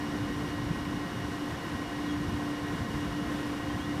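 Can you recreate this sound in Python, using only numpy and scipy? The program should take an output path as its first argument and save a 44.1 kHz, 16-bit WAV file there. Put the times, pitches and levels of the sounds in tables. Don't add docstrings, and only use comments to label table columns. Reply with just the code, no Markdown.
import sys
import numpy as np
from scipy import signal
from scipy.fft import rfft, irfft, next_fast_len
from scipy.io import wavfile
from scipy.ndimage import map_coordinates

SR = 44100
rng = np.random.default_rng(int(sys.argv[2]) if len(sys.argv) > 2 else 0)


def output_pcm(signal):
    pcm = np.clip(np.atleast_2d(signal).T, -1, 1) * 32767
    wavfile.write(sys.argv[1], SR, np.round(pcm).astype(np.int16))


N = 176400


def amp(db):
    return 10 ** (np.asarray(db) / 20)


def along(points, hz):
    f, values = np.transpose(points)
    return np.interp(np.log(hz + 1), np.log(f + 1), values)


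def curve(points):
    return np.interp(np.arange(N) / SR, *np.transpose(points))


def wobble(per_s):
    knots = rng.standard_normal(int(N * per_s / SR) + 4)
    grid = np.linspace(0, N, 2000)
    smooth = map_coordinates(knots, [grid * per_s / SR])
    return np.interp(np.arange(N), grid, smooth)


def filtered(x, response):
    size = next_fast_len(N + SR // 2)
    hz = np.fft.rfftfreq(size, 1 / SR)
    return irfft(rfft(x, size) * response(hz), size)[:N]


def rush(colour):
    noise = filtered(rng.standard_normal(N), lambda hz: amp(along(colour, hz)))
    return noise / np.sqrt(np.mean(noise ** 2) + 1e-20)


def tone(cycles):
    return np.sqrt(2) * np.sin(2 * np.pi * (cycles + rng.random()))


def shaft_time(drift=0.0003006):
    return np.cumsum(1 + drift * wobble(per_s=2.995)) / SR


def air_roar():
    # (f/Hz, relative level/dB)
    roar_colour = [(30, -12), (100, -5.5), (200, 2), (320, 5), (400, -2), (500, -2), (600, -8), (800, -5.5),
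                   (1080, -6.5), (1400, -8), (1950, -10), (2250, -14.5), (2700, -16), (3400, -17.5),
                   (4300, -22), (5700, -23), (7300, -27.5), (8800, -27.5), (10800, -31.5), (12500, -32.5),
                   (15400, -38.5)]
    level_db = -39 + 0.67 * wobble(per_s=14)
    return amp(level_db) * rush(roar_colour)


def blade_hum(pitch_hz=292.8, flutter_db=1.5):
    # (t/s, level/dB)
    hum_course = [(0, -37.5), (.4, -37), (.65, -37), (.72, -38), (.85, -37.5), (1.25, -40), (1.43, -36),
                  (1.5, -37.5), (1.54, -54), (1.61, -51), (1.73, -38.5), (1.86, -41), (2.15, -34),
                  (2.3, -38), (2.5, -35.5), (2.8, -39.5), (3.4, -35.5), (4, -38)]
    # (multiple of the pitch, relative level/dB)
    partials = [(.5, -17.5), (1, -1), (2, -31)]
    cycles = pitch_hz * shaft_time()
    level_db = curve(hum_course) + flutter_db * wobble(per_s=21.98)
    return amp(level_db) * sum(amp(db) * tone(k * cycles) for k, db in partials)


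def draught(lift_db=0.5, lump_db=0.9):
    # (f/Hz, relative level/dB)
    rumble_colour = [(20, -33), (35, -19), (50, -6), (80, 0), (130, -0.5), (190, 0), (245, -4.5),
                     (330, -10), (550, -27.5), (1500, -58)]
    # (t/s, relative level/dB)
    rumble_course = [(0, -40), (.3, -36.5), (.62, -37.5), (.8, -39.5), (1.05, -41), (1.3, -41.5),
                     (1.45, -46), (1.62, -44), (1.94, -43), (2.08, -40.5), (2.23, -38), (2.42, -40.5),
                     (2.57, -44), (2.7, -40), (3.2, -38), (3.55, -45), (3.66, -38), (3.88, -40.5), (4, -36)]
    # (centre t/s, length/s, peak level/dB)
    buffets = [(0.235, 0.037, -34), (0.67, 0.025, -34), (0.714, 0.02, -27.5), (0.952, 0.04, -31.5),
               (1.246, 0.028, -36), (1.526, 0.038, -36.5), (1.75, 0.051, -35.5), (2.285, 0.021, -29),
               (2.347, .032, -30.5), (2.646, 0.05, -42.5), (2.747, 0.024, -32.5), (2.814, 0.029, -32.5),
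               (2.955, .03, -33), (3.102, 0.05, -34), (3.285, .025, -39), (3.381, 0.01, -44)]
    # (f/Hz, relative level/dB)
    buffet_colour = [(20, -28), (35, -14), (52, -5), (85, 5.5), (140, 1), (200, -3), (280, -13), (550, -40),
                     (1500, -80)]
    t = np.arange(N) / SR
    rumble_gain = amp(curve(rumble_course) + lift_db + lump_db * wobble(per_s=14))
    buffet_gain = sum(amp(db) * np.exp(-2 * ((t - at) / length) ** 2) for at, length, db in buffets)
    return rumble_gain * rush(rumble_colour) + buffet_gain * rush(buffet_colour)


def motors_and_gears(shaft_hz=29.2, waver_db=1.1):
    # (f/Hz, level/dB)
    steady_tones = [(480.5, -64), (532.3, -56.5), (697.1, -58), (704.5, -55.5), (763.1, -61),
                    (783.9, -65.5), (927.9, -62), (937.4, -62), (993, -62.5), (995.9, -62.5), (1104.3, -65),
                    (1163, -66.5), (1321.6, -66), (1394.3, -65.5), (1514.9, -60), (1529.3, -60),
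                    (1694.3, -61), (1749.8, -63), (1772.3, -66.5), (1808.5, -69), (1837.8, -66.5),
                    (1889.6, -58.5), (1900.5, -64), (2007.3, -67), (2125.1, -66.5), (2159, -67),
                    (2183.3, -65), (2268.5, -65), (2757, -71), (2843, -64.5), (2861, -59), (2865.5, -68),
                    (2872.2, -66.5), (2901.6, -69), (2946, -72), (2968.6, -62.5), (3069, -73),
                    (3273.5, -70), (3332.3, -72.5), (3361.2, -71), (3561, -73), (3620, -72.5),
                    (3704.4, -72), (3763.5, -72.5), (3792.5, -71), (4106.1, -72), (4393.4, -73),
                    (4480.9, -71.5), (4854, -77), (5111.4, -73), (5641.2, -72), (5659.2, -73), (5947, -77)]
    # (f/Hz, carrier level/dB, depth of the throb)
    gear_whines = [(1045.2, -58.5, 1.1), (1057.5, -52.7, 1.05), (1896.3, -53.5, .3)]
    t = shaft_time()
    shaft = np.sin(2 * np.pi * shaft_hz * t)
    steady = sum(amp(db + waver_db * wobble(per_s=9)) * tone(hz * t) for hz, db in steady_tones)
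    throbbing = sum(amp(db) * (1 + depth * shaft) * tone(hz * t) for hz, db, depth in gear_whines)
    return steady + throbbing


def bearing_whirr(turning_hz=18.04, scatter_db=2):
    # (f/Hz, level/dB)
    bearing_levels = [(2000, -84), (2650, -86), (3100, -80), (3600, -82), (4300, -83.5), (5300, -84.5),
                      (5850, -83), (6100, -89), (7000, -91)]
    # (f/Hz, width/Hz, lift/dB)
    housing = [(3750, 50, 9), (4030, 70, 5.5), (4400, 69, 8), (5140, 54, 9), (5330, 30, 2), (5660, 72, 8.5)]
    hz = turning_hz * np.arange(110, 390)
    lift_db = sum(db * np.exp(-((hz - centre) / width) ** 2) for centre, width, db in housing)
    level_db = along(bearing_levels, hz) + lift_db + scatter_db * rng.standard_normal(len(hz))
    bins = np.round(hz * N / SR).astype(int)
    spectrum = np.zeros(N // 2 + 1, complex)
    spectrum[bins] = amp(level_db) * np.exp(2j * np.pi * rng.random(len(hz)))
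    whirr = irfft(spectrum, N) * N / np.sqrt(2)
    return map_coordinates(whirr, [shaft_time() * SR], mode="wrap")


def knock(at_s=0.851, level_db=-38, t60_s=0.045):
    # (f/Hz, relative level/dB)
    knock_colour = [(300, -20), (1400, 2), (2100, 1), (2800, 0), (4200, -11), (8000, -28)]
    age = np.arange(N) / SR - at_s
    return (age > 0) * amp(level_db - 60 * np.abs(age) / t60_s) * rush(knock_colour)


def distant_chirps(jitter=0.005, octave_db=-12.5):
    # (start t/s, length/s, first f/Hz, last f/Hz, level/dB)
    calls = [(2.056, .018, 4150, 3750, -53.5), (2.076, .066, 3305, 3295, -53.5),
             (3.335, .052, 3350, 3540, -57), (3.678, .05, 3300, 3110, -58.5),
             (3.775, .09, 3030, 3560, -55.5)]
    track = np.zeros(N + SR)
    for start, length, first_hz, last_hz, db in calls:
        n = int(length * SR)
        hz = np.linspace(first_hz, last_hz, n) * (1 + jitter * wobble(per_s=230)[:n])
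        cycles = np.cumsum(hz) / SR
        whistle = tone(cycles) + amp(octave_db) * tone(2 * cycles)
        track[int(start * SR):][:n] += amp(db) * signal.windows.tukey(n, 0.5) * whistle
    return track[:N]


def with_wall_echo(direct, echo_db=-5, t60_s=0.25):
    t = np.arange(SR // 2) / SR
    tail = rng.standard_normal(len(t)) * amp(-60 * t / t60_s)
    echo = signal.fftconvolve(direct, tail / np.linalg.norm(tail))[:N]
    return direct + amp(echo_db) * echo


def scene():
    tower = air_roar() + blade_hum() + draught() + motors_and_gears() + bearing_whirr()
    return (tower + knock() + with_wall_echo(distant_chirps()))[None]


def record(dry):
    return filtered(dry[0], lambda hz: hz < 15400)[None]


dry = scene()
out = record(dry)
output_pcm(out)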